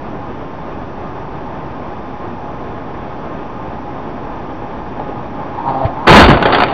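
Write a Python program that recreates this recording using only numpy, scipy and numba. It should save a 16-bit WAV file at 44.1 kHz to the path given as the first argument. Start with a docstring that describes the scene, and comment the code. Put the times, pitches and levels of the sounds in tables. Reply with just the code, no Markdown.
"""Skid and crash, inside a car

Road roar fills the cabin and the trim knocks. The tyres judder into a short, squealing skid and
the suspension thumps. Then the body is hit and crumples, overloading the microphone: panels
buckle over a groaning shell, and plastic and metal go on cracking, clacking and scraping."""
import sys
import numpy as np
from scipy import signal
from scipy.fft import rfft, irfft
from scipy.io import wavfile
from scipy.ndimage import uniform_filter1d
from numba import njit

SR = 44100
rng = np.random.default_rng(int(sys.argv[2]) if len(sys.argv) > 2 else 0)


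def materialize(psi):
    """Save the field psi as 16-bit PCM at rate SR to the path in sys.argv[1].

    A 1-D psi becomes a single channel; in a 2-D psi each row is a channel.
    """
    bounded = np.clip(np.atleast_2d(psi).T, -1, 1)
    quanta = np.round(bounded * 32767).astype(np.int16)
    wavfile.write(sys.argv[1], SR, quanta)


N = 296793
TIME = np.arange(N) / SR
FREQS = np.maximum(np.arange(N // 2 + 1) * SR / N, 1)


def undb(db):
    """Decibels to gain."""
    return 10 ** (np.asarray(db) / 20)


def unit(x):
    """Scale to rms 1."""
    return x / np.sqrt(np.mean(np.abs(x) ** 2))


def noise():
    """White noise."""
    return rng.standard_normal(N)


def wander(rate_hz):
    """Smooth random drift, rms 1."""
    hold = max(int(SR / rate_hz), 1)
    steps = np.repeat(rng.standard_normal(N // hold + 1), hold)
    return unit(uniform_filter1d(steps, hold)[:N])


def grains(rate_hz, spread_db):
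    """Random tiny snaps: many small, a few large."""
    size = undb(spread_db * np.minimum(rng.exponential(size=N), 4))
    return unit((rng.random(N) < rate_hz / SR) * size * np.sign(noise()))


def fade(start_s, decay_s):
    """Sudden onset, exponential decay."""
    return (TIME >= start_s) * np.exp(-np.maximum(TIME - start_s, 0) / decay_s)


def swell(start_s, length_s, attack_s, release_s):
    """Builds while a contact lasts, then decays."""
    age_s = np.maximum(TIME - start_s, 0)
    return (1 - np.exp(-age_s / attack_s)) * np.exp(-np.maximum(age_s - length_s, 0) / release_s)


def colour(points):
    """Minimum-phase response from (f/Hz, level/dB) points: rings only after it is struck."""
    hz, db = np.transpose(points)
    gain = undb(np.interp(np.log(FREQS), np.log(hz), db))
    cepstrum = irfft(np.log(gain), N)
    cepstrum[1:N // 2] *= 2
    cepstrum[N // 2:] = 0
    return np.exp(rfft(cepstrum))


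def resonance(hz, width_hz):
    """Response of one damped mode."""
    return 1 / (1 + 1j * (FREQS ** 2 - hz ** 2) / (FREQS * width_hz))


def through(x, response):
    """Filter by a frequency response."""
    return signal.fftconvolve(x, irfft(response, N)[:SR // 4])[:N]


@njit
def sweep(x, centre_hz, width_hz):
    """State-variable band-pass with a moving centre."""
    y = np.empty(len(x))
    band_state, low_state = 0., 0.
    for i in range(len(x)):
        g = np.tan(np.pi * centre_hz[i] / SR)
        damping = width_hz / centre_hz[i]
        band = (band_state + g * (x[i] - low_state)) / (1 + g * (g + damping))
        band_state = 2 * band - band_state
        low_state += 2 * g * band
        y[i] = damping * band
    return y


def brighten(x, treble_db, corner_hz=1800):
    """Treble shelf: hard contacts are bright, soft ones dull."""
    bass = signal.lfilter(*signal.butter(1, corner_hz, fs=SR), x)
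    return bass + undb(treble_db) * (x - bass)


def cabin(x, wet_db, decay_s):
    """The small padded cabin adds a short spray of reflections."""
    reflections = (noise() * fade(0.0041, decay_s))[:SR // 8]
    return x + undb(wet_db) * signal.fftconvolve(x, reflections / np.linalg.norm(reflections))[:N]


# Cabin roar spectrum: f/Hz, level/dB
ROAR_SPECTRUM = [(12, -10), (48, 0), (80, -1.5), (135, 1.5), (195, -.5), (280, 2), (380, -.5), (450, -4),
                 (750, -3), (1000, -6), (1370, -14.5), (1750, -16), (1950, -21.5), (2550, -23),
                 (2800, -27.5), (3600, -30), (3950, -42.5), (4800, -40)]
# Tread and cabin resonances: f/Hz, width/Hz, level/dB
TREAD_MODES = [(830.2, 14.6, -2), (892, 47, -10), (1054.7, 33, -8.5), (1222, 54, -14.5)]


def road(level_db=-25.5, flutter_db=0.72, tread_db=-10, tread_db_per_s=0.45):
    """Tyre and wind roar, uneven with the surface; the tread sings in narrow bands, slowly growing."""
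    rough_stretch_db = 0.95 * swell(4.7, 0.98, attack_s=0.25, release_s=0.3)
    roar = unit(through(noise(), colour(ROAR_SPECTRUM))) * undb(flutter_db * wander(25))
    whine = sum(undb(db) * through(noise(), resonance(hz, 1.32 * width_hz) ** 2)
                for hz, width_hz, db in TREAD_MODES)
    whine = unit(whine) * undb(tread_db + tread_db_per_s * TIME + 0.67 * wander(8.2))
    return (roar + whine) * undb(level_db + rough_stretch_db)


def ring(start_s, db, hz, decay_s):
    """Damped swing of a struck part."""
    return undb(db) * fade(start_s, decay_s) * np.sin(2 * np.pi * hz * (TIME - start_s))


# Trim knocks: t/s, level/dB, f/Hz
TRIM_KNOCKS = [(4.996, -14, 680), (5.0, -9.5, 780), (5.011, -13, 510), (5.018, -17, 790), (5.089, -16, 604),
               (5.096, -11, 410)]


def trim(rattle_db=-31):
    """Loose trim knocks, and rattles at the first chassis thump."""
    knocks = sum(ring(t, db, hz, decay_s=0.0021) for t, db, hz in TRIM_KNOCKS)
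    rattle = unit(through(noise(), resonance(1700, width_hz=1800) ** 2))
    shake = swell(5.845, 0.016, attack_s=0.005, release_s=0.012)
    return knocks + undb(rattle_db) * shake * rattle


# Chassis thumps: t/s, level/dB, f/Hz, decay/s
CHASSIS_THUMPS = [(5.85, 3.5, 101, 0.0077), (6.11, 4.5, 157.5, 0.018), (6.16, 5.5, 198.3, 0.032),
                  (6.22, 6, 72, 0.016), (6.263, 1, 52.7, 0.031), (6.284, -0.5, 222, 0.0224),
                  (6.302, 1, 136.7, 0.023), (6.361, -9, 86, .014), (6.4576, 0, 165, 0.0039),
                  (6.586, -13, 200, 0.005)]


def chassis(push_s=0.0041):
    """Heavy thumps, their onsets softened by the springs."""
    return sum(ring(t, db, hz, decay_s) * (1 - fade(t, push_s)) for t, db, hz, decay_s in CHASSIS_THUMPS)


# Tyre slides: t/s, length/s, level/dB, f/Hz, glide/(Hz/s), judder share/0-1
TYRE_SLIDES = [(5.522, 0.12, -25, 836, 599, 0.3), (5.629, 0.22, -16.5, 903, -900, 0.69),
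               (5.847, 0.035, -13.5, 727, -300, 0.7), (5.918, 0.15, -26, 790, 1104, 0.05),
               (6.658, 0.08, -21, 770, 900, 1)]


def skid(judder_hz=133.4, squeal_hz=787.0, tone_band_hz=300, squeal_width_hz=210.0,
         hum_db=-9, scrub_db=-30, shudder_db=1.5, rough_db=2):
    """Sliding rubber squeals in a band that glides with load; judder breaks it into clear tones."""
    force, centre_hz, judder = np.zeros(N), np.full(N, squeal_hz), np.zeros(N)
    for t, length_s, db, hz, hz_per_s, share in TYRE_SLIDES:
        force = np.maximum(force, undb(db) * swell(t, length_s, attack_s=0.035, release_s=0.018))
        centre_hz = np.where(TIME < t, centre_hz, hz + hz_per_s * np.minimum(TIME - t, length_s))
        judder = np.where(TIME < t, judder, share)
    # Slips slow slightly as the squeal sinks.
    slip_hz = judder_hz * (centre_hz / squeal_hz) ** 0.04 * (1 + 0.011 * wander(90))
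    phase = 2 * np.pi * np.cumsum(slip_hz) / SR
    tones = np.zeros(N)
    for k in range(3, 11):
        harmonic = np.sin(k * phase + rng.uniform(0, 2 * np.pi))
        detuning = 2 * (k * slip_hz - centre_hz) / tone_band_hz
        tones += harmonic * undb(shudder_db * wander(40)) / (1 + detuning ** 2)
    hum = np.sin(phase) + np.sin(2 * phase)  # judder shakes the cabin
    squeal = sweep(noise(), centre_hz, squeal_width_hz)
    squeal = unit(sweep(squeal, centre_hz, 2 * squeal_width_hz))
    scrub = unit(through(noise(), resonance(2000, width_hz=2500)))
    rubber = np.sqrt(judder) * (tones + undb(hum_db) * hum) + np.sqrt(1 - judder) * squeal
    return (rubber + undb(scrub_db) * scrub) * force * undb(rough_db * wander(50))


# Loose-part strikes: t/s, level/dB, pitch ratio
PART_STRIKES = [(6.2411, 7, 1.2), (6.2925, 7.5, 1), (6.347, -6, 0.92), (6.4262, 3, 0.91),
                (6.459, 5.5, 1.07), (6.5492, 5.5, 1.1), (6.606, 2, .88), (6.623, 1, 0.57),
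                (6.637, 5.5, 0.8)]
# Loose-part modes at ratio 1: f/Hz, width/Hz, level/dB
PART_MODES = [(930, 86, -11), (1640, 65, 1.5), (2260, 120, -0.5), (3000, 120, 2), (4200, 140, -15)]


def clacks(gain_db=-15):
    """Each loose hard part hits the trim once and rings briefly at its own pitch."""
    hits, age_s = np.zeros(N), TIME[:SR // 16]
    for t, db, ratio in PART_STRIKES:
        onset = int(t * SR)
        for hz, width_hz, mode_db in PART_MODES:
            envelope = undb(gain_db + db + mode_db) * np.exp(-np.pi * width_hz * age_s)
            hits[onset:onset + len(age_s)] += envelope * np.sin(2 * np.pi * hz * ratio * age_s)
    return cabin(hits, wet_db=-7, decay_s=0.0098)


# Single fractures: t/s, level/dB, decay/s, treble/dB
FRACTURES = [(6.072, 3, 0.0074, -10), (6.115, 2, 0.005, -2), (6.195, -12, 0.011, 13),
             (6.239, -4.5, 0.013, 14.5), (6.263, 2, 0.0062, 0), (6.283, -1.5, 0.017, 4.5),
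             (6.309, -0.5, 0.016, -7), (6.331, -4, 0.0062, 1), (6.343, -2.5, 0.011, -7),
             (6.371, -1, 0.006, -2), (6.4267, -9, 0.0041, 16.5), (6.454, 2, 0.012, -3),
             (6.488, -3.5, 0.014, -18), (6.524, -2, 0.022, 5.5), (6.547, -10, 0.0075, 13),
             (6.583, -0.5, 0.008, -3), (6.602, -2.5, 0.0087, 9.5), (6.621, 2.5, 0.0096, -4.5),
             (6.636, -3.5, 0.0046, 10.5), (6.683, -15, 0.017, 6)]


def fractures(gain_db=-6):
    """Each break is a fast-dying burst of splinters."""
    splinters, force = grains(rate_hz=10000, spread_db=0.5), np.zeros(N)
    for t, db, decay_s, treble_db in FRACTURES:
        span = slice(int(t * SR), int(t * SR) + SR // 10)
        burst = splinters[span] * np.exp(-(TIME[span] - t) / decay_s)
        force[span] += undb(db + gain_db) * brighten(burst, treble_db)
    return force


# Ringing bands that colour the crunch: f/Hz, width/Hz, level/dB
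CRUNCH_BANDS = [(403, 24, -10.5), (648, 25, -9.5), (882, 92, -21), (1200, 70, -17), (1477, 70, -13),
                (1898, 29, -14), (2400, 40, -21.5), (2750, 80, -15), (3350, 150, -14), (4190, 390, -16)]
# Spectrum of breaking parts: f/Hz, level/dB
BREAK_SPECTRUM = [(60, -21), (200, -2), (400, 5.5), (900, 5), (1400, 0.5), (2000, -6), (3200, -8),
                  (4600, -17), (6000, -37.5)]


def crunch(force, ring_db=11, broad_db=-1, waver=0.02, waver_hz=14):
    """Each snap takes a broad colour and rings in narrow bands; the bands waver slightly in pitch."""
    ringing = sum(undb(db) * sweep(force, hz * (1 + waver * wander(waver_hz)), float(width_hz))
                  for hz, width_hz, db in CRUNCH_BANDS)
    broad = through(force, unit(colour(BREAK_SPECTRUM)))
    return undb(broad_db) * broad + undb(ring_db) * ringing


# Collision and later blows: t/s, length/s, buckle level/dB, groan level/dB
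BLOWS = [(6.068, 0.14, 1.5, 2), (6.277, 0.019, -6, 2), (6.452, 0.0084, -11.5, -17),
         (6.524, 0.078, -13.5, -23)]


def crushing(scrape_db=-14, slide_groan_db=-16, slide_decay_s=1.26):
    """Buckle and groan envelopes: the blows and the wreck's slowing slide add in power."""
    buckle, groan = [], []
    for t, length_s, buckle_db, groan_db in BLOWS:
        buckle.append(undb(buckle_db) * swell(t, length_s, attack_s=0.007, release_s=0.04))
        # The heavy shell is slower to start.
        groan.append(undb(groan_db) * swell(t, length_s, attack_s=0.026, release_s=0.024))
    sliding = fade(BLOWS[0][0], slide_decay_s)
    buckle.append(undb(scrape_db) * sliding)
    groan.append(undb(slide_groan_db) * sliding ** 2)  # settles before the scraping
    return np.linalg.norm(buckle, axis=0), np.linalg.norm(groan, axis=0)


# Groaning shell spectrum: f/Hz, level/dB
SHELL_SPECTRUM = [(20, -5.5), (45, 6.5), (75, 0), (160, 4), (280, 2), (500, -5.5), (1000, -18.5),
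                  (3000, -54)]


def wreck(scrape_treble_db=-7, tear_treble_db=5):
    """Panels buckle in ragged runs of snaps over a groaning shell; snaps and fractures crunch."""
    buckle, groan = crushing()
    ragged_db = 3 * np.minimum(buckle + 0.3, 1)
    snaps = grains(rate_hz=3000, spread_db=3.5) * buckle * undb(ragged_db * wander(140))
    snaps = brighten(snaps, np.interp(buckle, [0, 1], [scrape_treble_db, tear_treble_db]))
    metal = cabin(crunch(snaps + fractures()), wet_db=-11, decay_s=0.021)
    shell = unit(through(noise(), colour(SHELL_SPECTRUM)))
    return metal + groan * shell


def scene():
    """Mono sum at the microphone."""
    return (road() + skid() + trim() + chassis() + wreck() + clacks())[None]


def saturate(x, top, knee):
    """Flatten peaks at top; a higher knee is harder."""
    return x / (1 + np.abs(x / top) ** knee) ** (1 / knee)


def record(dry, band_hz=4750, hiss_hz=5950, hiss_db=-56.5, dc_offset=0.029, top_hz=15800):
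    """Soft input overload, low-pass, faint hiss, off-centre clipping at full scale, final low-pass."""
    overloaded = saturate(dry, top=1.13, knee=5)
    narrow = signal.sosfiltfilt(signal.ellip(8, 0.2, 40, band_hz, fs=SR, output="sos"), overloaded)
    hiss = unit(signal.sosfilt(signal.ellip(8, 0.5, 70, hiss_hz, fs=SR, output="sos"), noise()))
    clipped = saturate(narrow + undb(hiss_db) * hiss + dc_offset, top=1, knee=30)
    return signal.sosfiltfilt(signal.ellip(10, 0.02, 50, top_hz, fs=SR, output="sos"), clipped)


dry = scene()
out = record(dry)
materialize(out)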